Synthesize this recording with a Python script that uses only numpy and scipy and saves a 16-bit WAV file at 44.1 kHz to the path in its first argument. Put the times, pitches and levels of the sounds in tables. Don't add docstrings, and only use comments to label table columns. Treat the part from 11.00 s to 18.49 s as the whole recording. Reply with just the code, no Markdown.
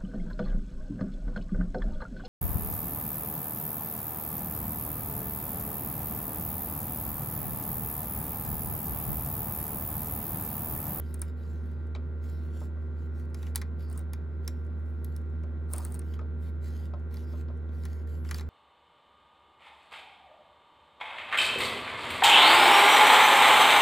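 import sys
import numpy as np
from scipy import signal
from scipy.fft import rfft, irfft, next_fast_len
from scipy.io import wavfile
from scipy.ndimage import uniform_filter1d

SR = 44100
rng = np.random.default_rng(int(sys.argv[2]) if len(sys.argv) > 2 else 0)


def file_out(sig):
    cols = np.atleast_2d(sig).T
    lim = np.clip(cols, -1, 1)
    pcm = np.round(lim * 32767).astype(np.int16)
    wavfile.write(sys.argv[1], SR, pcm)


N = 330309
TIME, FREQS = np.arange(N) / SR, np.fft.rfftfreq(next_fast_len(N, True), 1 / SR)
BURST_T = np.arange(4096) / SR


def amp(db):
    return 10 ** (np.asarray(db) / 20)


def unit(x):
    return x / np.sqrt(np.mean(x ** 2) + 1e-30)


def read(points, hz):
    f, value = np.transpose(points)
    return np.interp(np.log(hz + 1), np.log(f + 1), value)


def colour(x, gain):
    size = next_fast_len(N, True)
    return irfft(rfft(x, size) * gain, size)[..., :N]


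def band(x, lo_hz, hi_hz, order=4):
    sos = signal.butter(order, [lo_hz, min(hi_hz, SR / 2 - 1)], "band", fs=SR, output="sos")
    return signal.sosfilt(sos, x)


def wander(hz):
    steps = np.arange(0, TIME[-1] + 1, .5 / hz)
    return unit(np.interp(TIME, steps, rng.standard_normal(len(steps))))


def add(mix, at_s, db, sound):
    part = mix[round(at_s * SR):][:len(sound)]
    gain = amp(db) * np.sqrt(.01 * SR / np.sum(sound ** 2))
    part += gain * sound[:len(part)]


def burst(lo_hz, hi_hz, rise_s, decay_s):
    crack = 2.4 * np.exp(-BURST_T / (.27 * decay_s))
    envelope = (1 - np.exp(-BURST_T / rise_s)) * (crack + np.exp(-BURST_T / decay_s))
    return band(rng.choice([-1., 1.], len(BURST_T)) * envelope, lo_hz, hi_hz, order=3)


# f/Hz, left-right coherence/0-1
COHERENCE = [(60, .999), (250, 0.86), (600, 0.5), (1500, 0), (3000, 0.7), (6000, 1), (9000, 0.98)]

def diffuse(a, b):
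    coherence = np.clip(read(COHERENCE, FREQS), 0, 1)
    mid = colour(a, np.sqrt((1 + coherence) / 2))
    side = colour(b, np.sqrt((1 - coherence) / 2))
    return np.array([mid + side, mid - side])


# f/Hz, gain/dB
AIR_SPECTRUM = [(20, -27), (40, -16), (100, -10.5), (135, -0.5), (210, -2.5), (290, -9), (360, -7),
                (520, -13), (720, -20.5), (1250, -21.5), (1500, -26.5), (2000, -29), (2900, -42),
                (4000, -42), (4800, -57.5), (8000, -59), (12500, -64.5), (15200, -57.5)]

def room_air():
    noise = diffuse(*rng.standard_normal((2, N)))
    return amp(-49.5) * unit(colour(noise, amp(read(AIR_SPECTRUM, FREQS))))


def tone(cycles, unsteady, flutter_hz):
    tremble = 1 + unsteady * (wander(flutter_hz) + 1j * wander(flutter_hz))
    return unit((tremble * np.exp(2j * np.pi * (cycles + rng.random()))).real)


# shaft order, relative level/dB, unsteadiness/0-1
MOTOR_HARMONICS = [(1, 0, 0.06), (2, -29, 0.6), (3, -27.5, 0.1), (5, -25.5, .25), (6, -30.5, 0.4),
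                   (7, -38, 0.9), (18, -32.5, 0), (19, -41, 0.3), (20, -37, 0.1), (21, -46.5, 0),
                   (25, -44.5, 0.1)]
MOTOR_DIPS = [.44, 1.71, 3.32]
# f/Hz, level/dB, unsteadiness/0-1
ROOM_DRONES = [(139.2, -56.5, 0.6), (166, -57.5, 0.5), (245.6, -53, 0.16), (326.2, -61, 1), (348, -65, 1)]

def hum():
    shaft_hz, dip_db, dip_half_width_s = 77.21, -1.1, .042
    turns = np.cumsum(shaft_hz + .08 * wander(1.5)) / SR
    motor = sum(amp(db) * tone(round(order) * turns, unsteady, flutter_hz=4)
                for order, db, unsteady in MOTOR_HARMONICS)
    drones = sum(amp(db) * tone(hz * TIME, unsteady, flutter_hz=9) for hz, db, unsteady in ROOM_DRONES)
    dips = sum(np.exp(-((TIME - at_s) / dip_half_width_s) ** 2) for at_s in MOTOR_DIPS)
    motor_db = -34 + dip_db * dips + .26 * wander(5)
    sound = unit(motor) * amp(motor_db) + drones
    balance_db = read([(80, -1.8), (200, .3), (1400, 1.4)], FREQS)
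    lead_rad = read([(80, .37), (200, .26)], FREQS)
    left = amp(balance_db / 2) * np.exp(.5j * lead_rad)
    return np.array([colour(sound, left), colour(sound, 1 / left)])


# f/Hz, T60/s
ROOM_DECAY = [(500, .3), (3000, 0.18), (8000, 0.12), (15000, 0.094)]

def reverb(x):
    hz, t, spectra = signal.stft(rng.standard_normal((2, SR // 2)), SR, nperseg=256)
    decay = amp(-60 * t / read(ROOM_DECAY, hz)[:, None])
    tails = signal.istft(spectra * decay, SR, nperseg=256)[1]
    tails *= 1 - np.exp(-np.arange(tails.shape[1]) / SR / .0055)
    wet = signal.fftconvolve(x[None], tails / np.linalg.norm(tails[0]), axes=1)[:, :N]
    wet_db = read([(1000, -14.5), (4000, -15), (9000, -22.5), (15000, -10.5)], FREQS)
    return colour(diffuse(*wet), amp(wet_db))


def loose_parts():
    per_s, level_db, spread_db = 3.4, -81.5, 4
    out = np.zeros(N)
    for when, size in rng.random((round(per_s * N / SR), 2)):
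        tick = burst(5000, 13000, rise_s=.001, decay_s=.0044)
        add(out, when * TIME[-1], level_db + spread_db * (2 * size - 1), tick)
    return out


# start/s, end/s, f/Hz, width/Hz, level/dB
THREAD_NOTES = [(2.784, 2.96, 4700, 700, -71), (3.995, 4.204, 11530, 350, -81),
                (7.062, 7.294, 11400, 700, -74)]

def thread_singing():
    out = np.zeros(N)
    for start, end, hz, width, db in THREAD_NOTES:
        arch = np.sin(np.pi * np.clip((TIME - start) / (end - start), 0, 1))
        resonance = band(rng.standard_normal(N), hz - width / 2, hz + width / 2, order=2)
        out += amp(db) * arch * unit(resonance)
    return out


def friction(per_s, spread_db, smooth):
    sizes = amp(spread_db * np.minimum(rng.exponential(1, N), 4))
    slips = sizes * rng.choice([-1., 1.], N) * (rng.random(N) < per_s / SR)
    return unit(unit(slips) + smooth * rng.standard_normal(N))


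def moving_contact(x, depth_db, lasting_s, width_hz):
    spectra = signal.stft(x, SR, nperseg=512)[2]
    patches = rng.standard_normal(spectra.shape)
    patches = uniform_filter1d(patches, max(1, round(width_hz * 512 / SR)), axis=0)
    patches = uniform_filter1d(patches, max(1, round(lasting_s * SR / 256)), axis=1)
    return signal.istft(spectra * amp(depth_db * unit(patches)), SR, nperseg=512)[1][:N]


def strokes(rows, attack_s, release_s):
    body, treble = np.zeros((2, N))
    for start, end, db, treble_db, swell_db in rows:
        progress = np.clip((TIME - start) / (end - start), 0, 1)
        attack = (1 + np.tanh((TIME - start) / (2 * attack_s))) / 2
        release = np.exp(-np.maximum(TIME - end, 0) / release_s)
        gain = attack * release * amp(db + swell_db * (progress - .5))
        body, treble = np.hypot(body, gain), np.hypot(treble, gain * amp(treble_db))
    return body, treble


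# start/s, end/s, level/dB, treble re level/dB, swell/dB
WHEEL_PUSHES = [(0, .3, -73, -2, -3), (.37, .72, -75, -4.5, -1.5), (.73, .87, -81, -8, -3),
                (1.23, 1.52, -71, -3, -6.5), (1.53, 1.66, -68, -3.5, -2), (1.98, 2.06, -72, -6, -4),
                (2.15, 2.24, -72.5, -1.5, -7), (2.35, 2.49, -68, -2.5, 3), (2.8, 2.85, -69, -2.5, -8),
                (3.44, 3.62, -78, -3.5, -11), (3.78, 3.96, -88, 1, 0), (4.03, 4.19, -79, -2, 0),
                (5.02, 5.145, -71, -2.5, 8), (5.41, 5.49, -71, -1, -0.5), (5.63, 5.86, -68, -2, -8),
                (6.12, 6.24, -67, -1.5, -2.5), (6.27, 6.41, -68.5, -3.5, 0), (6.72, 6.86, -71.5, -2.5, 3.5),
                (6.87, 7.02, -68.5, -4.5, -8), (7.08, 7.21, -74.5, -2, -9), (7.25, 7.34, -63.5, -1.5, 1),
                (7.35, 7.385, -51.5, -3, -3)]
# f/Hz, gain/dB
SLIDE_FILTER = [(1500, 6), (2500, -2), (3600, -1.5), (4800, -2.5), (6000, -11), (7000, -10), (7400, -10),
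                (8100, -13.5), (9500, -10.5), (11300, -10), (12400, -4), (13600, -13), (15600, -6.5),
                (16200, -31)]

def steel_sliding():
    idle_body_db, idle_treble_db = -86.5, -91
    body, treble = strokes(WHEEL_PUSHES, attack_s=.0084, release_s=.017)
    grain = friction(per_s=3000, spread_db=3.5, smooth=1)
    catches = amp(-7) * friction(per_s=50, spread_db=2.5, smooth=0)
    contact = moving_contact(grain + catches, depth_db=3.5, lasting_s=.1, width_hz=450)
    rub = colour(contact, amp(read(SLIDE_FILTER, FREQS)))
    hiss = unit(band(rub, 6300, 16000)) * np.hypot(treble, amp(idle_treble_db))
    rasp = unit(band(rub, 1700, 6300)) * np.hypot(body, amp(idle_body_db))
    flicker_db = .55 * wander(30) + 1.1 * wander(9)
    return (hiss + rasp) * amp(flicker_db)


# start/s, end/s, level/dB, treble re level/dB, swell/dB
THREAD_PULLS = [(2.895, 3.005, -60.5, -9.5, 0.5), (4.712, 4.965, -56, -6.5, -7)]
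# f/Hz, gain/dB
DRAG_FILTER = [(700, 3.5), (1200, -1), (2100, -15), (2900, -16.5), (4400, -14), (5700, -17), (7300, -15),
               (8500, -6), (9400, -6), (10200, -7), (12200, -7), (13300, -18.5), (15400, 2), (16300, -21)]

def thread_dragging():
    body, treble = strokes(THREAD_PULLS, attack_s=.0097, release_s=.015)
    grain = friction(per_s=1600, spread_db=3.5, smooth=.4)
    contact = moving_contact(grain, depth_db=4, lasting_s=.021, width_hz=400)
    rub = colour(contact, amp(read(DRAG_FILTER, FREQS)))
    fizz = unit(band(rub, 7000, 16000)) * treble
    rustle = unit(band(rub, 610, 7000)) * body
    return fizz + rustle


# t/s, thud/dB, first touch/dB
DRIVE_KNOCKS = [(.959, -50, -57.5), (1.616, -47.5, -73), (1.77, -56.5, -83.5), (4.437, -53.5, -71),
                (4.738, -47.5, -64), (5.213, -49.5, -69.5), (5.937, -43, -64.5), (6.335, -49.5, -71),
                (6.484, -53.5, -68), (6.499, -50, -78), (6.69, -62, -70)]
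# f/Hz, relative level/dB, T60/s
HOUSING_MODES = [(506, 0, 0.041), (587, 4.5, 0.067), (685, -2, 0.065), (860, -10.5, 0.095),
                 (940, -1, 0.034), (1058, -6.5, 0.099), (1255, -4, 0.063)]

def drive_knocks():
    out = np.zeros(N)
    for at_s, thud_db, touch_db in DRIVE_KNOCKS:
        thud = np.zeros(len(BURST_T))
        for hz, db, t60 in HOUSING_MODES:
            cycles = hz * rng.normal(1, .011) * BURST_T + rng.random()
            thud += amp(db - 60 * BURST_T / t60) * np.sin(2 * np.pi * cycles)
        add(out, at_s, thud_db, thud * (1 - np.exp(-BURST_T / .00094)))
        add(out, at_s - .001, touch_db, burst(1400, 4600, rise_s=.0012, decay_s=.011))
    return out


# t/s, level/dB
THREAD_SNAPS = [(0.1419, -46), (0.1945, -60), (0.2172, -35.5), (2.8999, -61), (2.928, -56), (2.9762, -48.5),
                (2.98, -56.5), (2.992, -56.5), (4.73, -51.5), (4.735, -35.5), (4.7625, -47), (4.7816, -41),
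                (4.8496, -42.5), (4.9215, -51.5), (4.9435, -48), (4.95, -52), (4.9926, -47.5)]

def thread_snaps():
    out = np.zeros(N)
    for at_s, db in THREAD_SNAPS:
        twang = unit(burst(8230, 9700, rise_s=.00022, decay_s=.0027))
        crack = unit(burst(8300, 16200, rise_s=.00015, decay_s=.0021))
        rattle = unit(burst(3600, 7600, rise_s=.0022, decay_s=.0046))
        thump = unit(burst(592, 2200, rise_s=.0039, decay_s=.015))
        add(out, at_s - .0003, db, twang + amp(-4.5) * crack)
        add(out, at_s, db - 11.5, rattle + amp(2.5) * thump)
    return out


# f/Hz, gain/dB, T60/s
PLATE_MODES = [(3500, -14, 0.13), (6000, -14, .12), (7420, 8, 0.14), (9340, -15, .2), (10470, -6.5, .08)]

def plate_ring(x):
    out = np.zeros(N)
    for hz, db, t60 in PLATE_MODES:
        radius = amp(-60 / (t60 * SR))
        pole = radius * np.exp(2j * np.pi * hz / SR)
        out += amp(db) * 2 * signal.lfilter([1 - radius], [1, -pole], x).real
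    return out


def struck_part(hz, decay_cycles):
    cycles = hz * BURST_T
    return np.sin(2 * np.pi * cycles) * np.exp(-cycles / decay_cycles) * (1 - np.exp(-cycles / 2))


# t/s, blow/dB, hardness (treble re body)/dB, ring f/Hz, ring/dB
STEEL_CLICKS = [(0.9502, -47.5, -31.5, 3870, -52.5), (1.298, -70.5, -0.5, 7400, -69),
                (1.605, -69, -1, 7400, -70), (2.197, -71, -3, 12700, -74), (2.345, -56.5, -1, 5200, -57.5),
                (2.429, -57.5, -8, 3750, -63), (2.468, -58, -11, 2900, -58.5),
                (2.5498, -52.5, -12, 10570, -62), (2.558, -45, 13.5, 4740, -42),
                (2.577, -56.5, 0, 1997, -62.5), (2.6152, -49.5, -6, 1970, -64),
                (2.619, -53, -7.5, 2010, -48.5), (3.1337, -53, -1.5, 11680, -55),
                (3.4777, -51, 8, 5540, -41), (4.0458, -67.5, 13, 11600, -54.5),
                (4.164, -71, 15, 5560, -60.5), (4.435, -70.5, -7, 1800, -73),
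                (5.017, -61.5, -18, 1780, -72), (5.138, -61.5, -12, 3220, -60.5),
                (5.1911, -54.5, -31, 1255, -50), (6.1418, -62.5, -5, 12300, -60),
                (6.17, -61, -8, 4740, -59.5), (6.853, -53, -5, 10900, -65), (6.836, -65, -5, 5000, -65),
                (7.0733, -75, 4, 1820, -67), (7.248, -56, -25, 1870, -67), (7.29, -54, -16, 5100, -55),
                (7.3111, -42.5, -6, 1905, -42), (7.3446, -51, -2, 4770, -44), (7.384, -53.5, -5, 6540, -55),
                (7.396, -55, -12, 3980, -54), (7.409, -52, -11, 1850, -67)]
# low f/Hz, high f/Hz, rise/s, decay/s, level re blow/dB, hardness share/0-1
CLICK_RESPONSE = [(764, 1400, 0.00318, 0.0076, -1.5, 0), (1660, 2430, .0015, 0.0081, -1.5, .07),
                  (3060, 6870, 0.00093, .0063, 0.5, 0.4), (8400, 12040, 0.0008, .0027, -.5, 0.98),
                  (11520, 21000, .0008, 0.0015, -1.5, 1)]

def steel_clicks():
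    out = np.zeros(N)
    for at_s, blow_db, hardness_db, ring_hz, ring_db in STEEL_CLICKS:
        for lo_hz, hi_hz, rise_s, decay_s, band_db, share in CLICK_RESPONSE:
            db = blow_db + band_db + share * hardness_db
            add(out, at_s - .0004, db, burst(lo_hz, hi_hz, rise_s, decay_s))
        add(out, at_s - .0002, ring_db, struck_part(ring_hz, decay_cycles=5.5))
    return out


# f/Hz, left lead/rad
LEFT_LEAD = [(500, .2), (1400, -.2), (2200, -.55), (3200, 0), (4900, .7), (6000, .4), (7200, 0),
             (9000, -.2), (10000, -.7), (10600, -.1), (11700, -.1), (12400, -1), (13400, -3), (14300, -4.2),
             (15500, -6.25)]
# f/Hz, left re right/dB
LEFT_BALANCE = [(500, 2), (900, 1.5), (1400, 5.5), (2200, 3), (3200, 0)]

def scene():
    steel = steel_clicks() + loose_parts() + steel_sliding()
    machine = steel + plate_ring(steel) + drive_knocks()
    machine += thread_snaps() + thread_dragging() + thread_singing()
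    left = np.exp(.5j * read(LEFT_LEAD, FREQS)) * amp(read(LEFT_BALANCE, FREQS) / 2)
    return colour(machine + reverb(machine), np.array([left, 1 / left])) + hum() + room_air()


def record(dry):
    taps = signal.firwin(255, 16500, window=("kaiser", 8), fs=SR)
    return signal.oaconvolve(dry, taps[None], "same", axes=1)


dry = scene()
out = record(dry)
file_out(out)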